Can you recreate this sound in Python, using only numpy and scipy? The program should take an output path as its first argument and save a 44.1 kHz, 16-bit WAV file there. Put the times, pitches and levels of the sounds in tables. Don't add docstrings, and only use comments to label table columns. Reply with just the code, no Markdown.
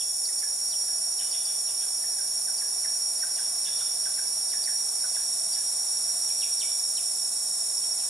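import sys
import numpy as np
from scipy import signal
from scipy.fft import rfft, irfft, next_fast_len
from scipy.io import wavfile
from scipy.ndimage import uniform_filter1d

SR = 44100
rng = np.random.default_rng(int(sys.argv[2]) if len(sys.argv) > 2 else 0)


def to_wav(s):
    ch = np.atleast_2d(s).T
    pcm = np.round(np.clip(ch, -1, 1) * 32767)
    wavfile.write(sys.argv[1], SR, pcm.astype(np.int16))


N = 356769
TIME = np.arange(N) / SR


def undb(db):
    return 10 ** (np.asarray(db) / 20)


def level(x, db):
    return x * undb(db) / np.sqrt(np.mean(x ** 2))


def curves(table):
    t, *columns = np.transpose(table)
    return [np.interp(TIME, t, column) for column in columns]


def ramp(start_s, length_s):
    return np.clip((TIME - start_s) / length_s, 0, 1)


def walk(rate):
    k = int(SR / rate)
    steps = np.repeat(rng.standard_normal(N // k + 1), k)
    smooth = uniform_filter1d(uniform_filter1d(steps, k), k)
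    return 1.3 * smooth[:N]


def colour(x, points):
    hz, db = np.transpose(points)
    size = next_fast_len(N)
    f = np.fft.rfftfreq(size, 1 / SR) + 1
    octaves_beyond = np.maximum(np.log2(f / hz[-1]), 0) + np.maximum(np.log2(hz[0] / f), 0)
    gain = undb(np.interp(np.log(f), np.log(hz), db) - 90 * octaves_beyond)
    return irfft(rfft(x, size) * gain, size)[..., :N]


def pan(x, db):
    return x * undb(np.array([[db], [-db]]) / 2)


def stereo_noise(size, side_db):
    mid, side = rng.standard_normal((2, size))
    return mid + undb(side_db) * side * np.array([[1], [-1]])


def trees(x, t60, side_db, delay=0.018):
    t = TIME[:SR // 2]
    build_up = 1 - np.exp(-(t / delay) ** 2)
    tail = stereo_noise(len(t), side_db) * undb(-60 * t / t60) * build_up
    tail /= np.sqrt(np.sum(tail ** 2) / 2)
    return signal.fftconvolve(x[None], tail, axes=1)[:, :len(x)]


def whine(hz, db, vibrato, depth_hz, echo_rms_db, drift=0.057):
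    swing = np.cos(2 * np.pi * (vibrato * TIME + drift * walk(1.53)))
    pitch = hz + depth_hz * swing + 4 * walk(70)
    tone = np.sin(2 * np.pi * np.cumsum(pitch) / SR)
    tone = tone * undb(.7 * swing + .7 * walk(5))
    echo = level(trees(tone, t60=0.42, side_db=-15), echo_rms_db)
    return level(tone + echo, 0) * undb(db)


# (t/s, f/Hz, level/dB before the pan)
NEAREST_WHINER = [(0, 5598, -35.5), (.8, 5602, -33), (1.8, 5597, -34), (3.1, 5600, -33), (5.2, 5606, -35),
                  (6.6, 5614, -32), (7.1, 5580, -36), (8.1, 5600, -39.5)]
NEIGHBOUR_HZ, NEIGHBOUR_RISE_HZ_PER_S = 5436, 9.5
NEIGHBOUR_DB, NEIGHBOUR_RISE_DB_PER_S = -44.5, 0.91
# (t/s, f/Hz, level/dB before the pan)
JOINING_WHINER = [(1.9, 5345, -65), (2.6, 5328, -52), (3.4, 5350, -47), (4.1, 5420, -45), (8.1, 5500, -53)]
# (mean f/Hz, mean level/dB before the pan, vibrato/Hz, vibrato depth/Hz, swell/dB)
FAR_WHINERS = [(5778, -48.5, 8.3, 13, .5), (5632, -45, 6.6, 16, 1), (5525, -43, 7.7, 26, 1),
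               (5130, -60, 6.9, 28, 1.5), (5210, -60, 7.5, 28, 1.5), (5295, -60, 6.2, 28, 1.5)]
# (f/Hz, relative level/dB)
WHINE_BLUR = [(4400, -58), (4900, -27.5), (5150, -1.5), (5350, -4), (5480, 6), (5620, 3.5), (5700, -4),
              (5950, -24), (6400, -16)]


def whiners(blur_db=-41):
    out = whine(*curves(NEAREST_WHINER), vibrato=7.08, depth_hz=17, echo_rms_db=-9.5)
    neighbour_hz = NEIGHBOUR_HZ + NEIGHBOUR_RISE_HZ_PER_S * TIME
    neighbour_db = NEIGHBOUR_DB + NEIGHBOUR_RISE_DB_PER_S * TIME
    out += whine(neighbour_hz, neighbour_db, vibrato=7.3, depth_hz=18, echo_rms_db=-5.5)
    out += whine(*curves(JOINING_WHINER), vibrato=6.5, depth_hz=11, echo_rms_db=-8.5)
    for hz, db, vibrato, depth_hz, swell_db in FAR_WHINERS:
        wandering_hz = hz + 7 * walk(.7)
        swelling_db = db + swell_db * walk(0.94)
        out += whine(wandering_hz, swelling_db, vibrato, depth_hz, echo_rms_db=2.0)
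    out += level(colour(stereo_noise(N, side_db=1.5), WHINE_BLUR), blur_db)
    return pan(out, -3.0)


def clicks(phase):
    at = np.flatnonzero(np.diff(np.floor(phase)) > 0)
    late = (np.floor(phase[at + 1]) - phase[at]) / (phase[at + 1] - phase[at])
    out = np.zeros(N)
    out[at], out[at + 1] = 1 - late, late
    return out


# (clicks of both tymbals/Hz, level/dB before the pan,
# second tymbal against the first/dB, its place in the cycle 0-1, left minus right/dB)
BUZZERS = [(327.7, -36.5, -3, .47, -3.5), (336.7, -40.5, 0, .5, -2.5)]
# (f/Hz, relative level/dB)
ABDOMENS = [
    [(7600, -15), (8400, -6.5), (8700, -2), (9200, 1.5), (9800, -1.5), (10300, -10), (11500, -22)],
    [(7600, -18), (8800, -17), (9500, -3), (10400, -2), (11100, -10), (11450, -18), (11800, -35)],
]


def buzzers(echo_db=2):
    out = 0
    for (rate, db, second_db, place, pan_db), abdomen in zip(BUZZERS, ABDOMENS):
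        quiver = .0015 * walk(30) + .0018 * walk(250)
        phase = np.cumsum(rate / 2 * (1 + quiver)) / SR
        both_tymbals = clicks(phase) + undb(second_db) * clicks(phase + place)
        buzz = colour(both_tymbals, abdomen)
        echo = undb(echo_db) * trees(buzz, t60=0.69, side_db=-12.0)
        out = out + pan(level(buzz + echo, db), pan_db)
    return out


# (f/Hz, relative level/dB)
KATYDID_BODY = [(6000, -47), (6550, -10), (6850, 3.5), (7350, 1.5), (8000, -10.5), (12700, -32),
                (13500, -11), (14400, -21), (15600, -45)]


def katydid(db=-46.5):
    rate, spacing_s, stroke_s = 19.0, .0117, .004
    since = ((rate * TIME + 0.082 * walk(1)) % 1) / rate
    strokes = sum(np.exp(-((since - (k + 1) * spacing_s) / stroke_s) ** 2) for k in range(3))
    rasp = level(colour(rng.standard_normal(N) * strokes, KATYDID_BODY), db)
    return pan(rasp * undb(2.0 * walk(0.75)), 2.8)


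# (f/Hz, relative level/dB)
HISS = [(5900, -19.5), (6150, -18), (6750, -4.5), (7400, -10.5), (7900, -15), (8500, -8), (9100, 0.5),
        (9700, 0.5), (10600, -7), (11400, -14.5), (12700, -30), (13600, -21), (14700, -19), (15800, -48)]
# (f/Hz, relative level/dB)
SWELL_BAND = [(6500, -12), (7300, -4.5), (7900, -1.5), (8400, -3), (9500, -5)]
# (f/Hz, relative level/dB), and its level against the group
FAINT_BAND = [(3300, -16), (3750, 0), (4300, -11)]
FAINT_BAND_DB = -19
SWELL_START_S, SWELL_RISE_S, SWELL_FROM_DB, SWELL_TO_DB = 2.8, 2.5, -61, -39.5


def far_chorus(hiss_db=-32.0):
    hiss = level(colour(stereo_noise(N, side_db=-6), HISS), hiss_db)
    hiss = hiss * undb(0.14 * walk(2.1))
    swell_db = SWELL_FROM_DB + (SWELL_TO_DB - SWELL_FROM_DB) * ramp(SWELL_START_S, SWELL_RISE_S)
    noise = stereo_noise(N, side_db=-15)
    group = level(colour(noise, SWELL_BAND), 0)
    faint_band = level(colour(noise, FAINT_BAND), FAINT_BAND_DB)
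    return pan(hiss + (group + faint_band) * undb(swell_db), -0.67)


def bell(x, width):
    return np.exp(-(x / width) ** 2)


KNEE_HZ, FALL_S, BEND = 4776, 0.037, 1.4
SAG = 0.03825
HIGH_S, LOW_S = 0.01, 0.012
HIGH_OCTAVES = 0.16
PLUNGE_HZ, PLUNGE_OCTAVES = 3600, 0.43
ECHO_DB_PER_OCTAVE = 20


def chirp(t, end_hz, high_db, plunge_db, low_db, rough=0.0295, flutter_db=3.5, lead_s=0.0023):
    u = t / FALL_S
    fall = np.clip(1 - u, 0, 1) ** BEND
    pitch = end_hz * (KNEE_HZ / end_hz) ** fall * (1 - SAG * u)

    high = undb(high_db) * bell(t + lead_s, HIGH_S) * bell(np.log2(pitch / KNEE_HZ), HIGH_OCTAVES)
    falling = np.sqrt(np.clip(np.sin(np.pi * np.clip(u, 0, 1)), 0, 1))
    plunge = undb(plunge_db) * falling * bell(np.log2(pitch / PLUNGE_HZ), PLUNGE_OCTAVES)
    low = undb(low_db) * bell(t - FALL_S, LOW_S)

    flutter, jitter = (level(uniform_filter1d(rng.standard_normal(len(t)), size=110), 0) for _ in range(2))
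    phase = 2 * np.pi * np.cumsum(pitch * (1 + rough * jitter)) / SR
    tone = np.sqrt(2) * np.sin(phase) * undb(flutter_db * flutter)
    echo_gain = undb(ECHO_DB_PER_OCTAVE * (np.log2(KNEE_HZ / end_hz) - 1))
    return tone * (high + echo_gain * plunge + low), tone * (high + plunge + low)


# (start of the plunge t/s, end f/Hz before the sag,
# then level/dB of high note, plunge and low note, before shaping and the gains of the paths)
CHIRPS = [(-0.008, 2800, -44, -45, -63), (0.259, 2000, -35.5, -68, -53.5), (0.397, 1790, -38, -74, -49),
          (0.712, 2910, -40, -45, -68), (0.854, 1750, -45, -72, -52), (1.184, 1670, -51, -42.5, -57),
          (1.320, 1700, -38, -45, -59), (1.461, 1590, -37, -50, -58), (1.665, 1650, -62, -49, -61),
          (1.797, 1660, -62, -48, -56), (2.007, 1830, -62, -70, -48.5), (2.158, 1635, -56, -66, -49),
          (2.448, 1600, -62, -70, -47), (2.588, 1765, -36.5, -70, -48.5), (2.819, 1794, -49, -68, -44),
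          (3.200, 1613, -41, -68, -42.5), (3.358, 1600, -42, -51, -44.5), (3.646, 1680, -50, -42.5, -53),
          (3.781, 1450, -49, -48, -50), (4.029, 1610, -48, -56.5, -45), (4.153, 1607, -52, -62, -45.5),
          (4.505, 1836, -40, -55, -45), (4.646, 1780, -38, -72, -42), (5.009, 1560, -44, -70, -44.5),
          (5.136, 1660, -46, -54.5, -48), (5.537, 1750, -35, -51.5, -51), (6.272, 2450, -55, -52, -55),
          (6.407, 2370, -47, -38.5, -55), (6.599, 2380, -41, -36.5, -49), (6.959, 2580, -62, -40.5, -56),
          (7.822, 2700, -58, -55, -70), (7.981, 2700, -54, -54, -58)]
# (f/Hz, width/Hz, level/dB)
LINGERS = [(1720, 300, -18), (2380, 180, 0), (3520, 280, 4), (4700, 300, -15)]


def bird(call_db=-2, blur_db=-9, scatter_db=-6.0, dull_hz=3400):
    t = TIME[:SR // 5] - .05
    song = np.zeros((2, N + 2 * SR))
    for plunge_s, *shape in CHIRPS:
        start = int((plunge_s + t[0] + 1) * SR)
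        song[:, start:start + len(t)] += chirp(t, *shape)
    to_trees, direct = song[:, SR:SR + N]
    near_blur = trees(direct, t60=0.062, side_db=-16, delay=0.00083)
    out = undb(call_db) * direct + undb(blur_db) * near_blur

    dull = signal.sosfilt(signal.butter(4, dull_hz, fs=SR, output="sos"), to_trees)
    out += undb(scatter_db) * trees(dull, t60=0.43, side_db=-28, delay=0.01)

    lingering = np.zeros(N)
    for hz, width, db in LINGERS:
        edges = [hz - width / 2, hz + width / 2]
        band = signal.butter(3, edges, "band", fs=SR, output="sos")
        lingering += undb(db) * signal.sosfilt(band, to_trees)
    return out + trees(lingering, t60=0.62, side_db=-15, delay=0.0076)


# (f/Hz, relative level/dB)
AIR_NOISE = [(25, -7.5), (80, -11), (105, -2.5), (130, -4.5), (210, -0.5), (330, -3), (600, 2), (690, 10.5),
             (950, 1.5), (1900, -1.5), (3050, -6.5), (3700, 1.5), (4300, 0.5), (5200, 7)]
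AIR_DB, AIR_RISE_S, AIR_RISE_DB = -49, 2.1, 2.5
# (f/Hz, relative level/dB)
RUSH = [(25, -15), (100, -13), (200, -9), (400, -12.5), (950, -13), (1500, -13.5), (2200, -18.5),
        (4000, -30)]
RUSH_DB = -51.5
# (f/Hz, width/Hz, level/dB)
HOLLOWS = [(452, 50, 28), (586, 65, 26), (696, 68, 23.4), (852, 37, 5.6)]


def air():
    soft_air = level(colour(stereo_noise(N, side_db=-34), AIR_NOISE), AIR_DB)
    soft_air = soft_air * undb(.5 * walk(2.03) + AIR_RISE_DB * (ramp(0, AIR_RISE_S) - 1))
    noise = colour(rng.standard_normal(N), RUSH)
    rush = noise.copy()
    for hz, width, db in HOLLOWS:
        rush += undb(db) * signal.lfilter(*signal.iirpeak(hz, hz / width, SR), noise)
    return soft_air + level(rush, RUSH_DB) * np.array([[1], [-1]])


def scene():
    return whiners() + buzzers() + katydid() + far_chorus() + bird() + air()


TOP_HZ = 15700


def record(dry):
    return signal.sosfilt(signal.ellip(10, .2, 80, TOP_HZ, fs=SR, output="sos"), dry)


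dry = scene()
out = record(dry)
to_wav(out)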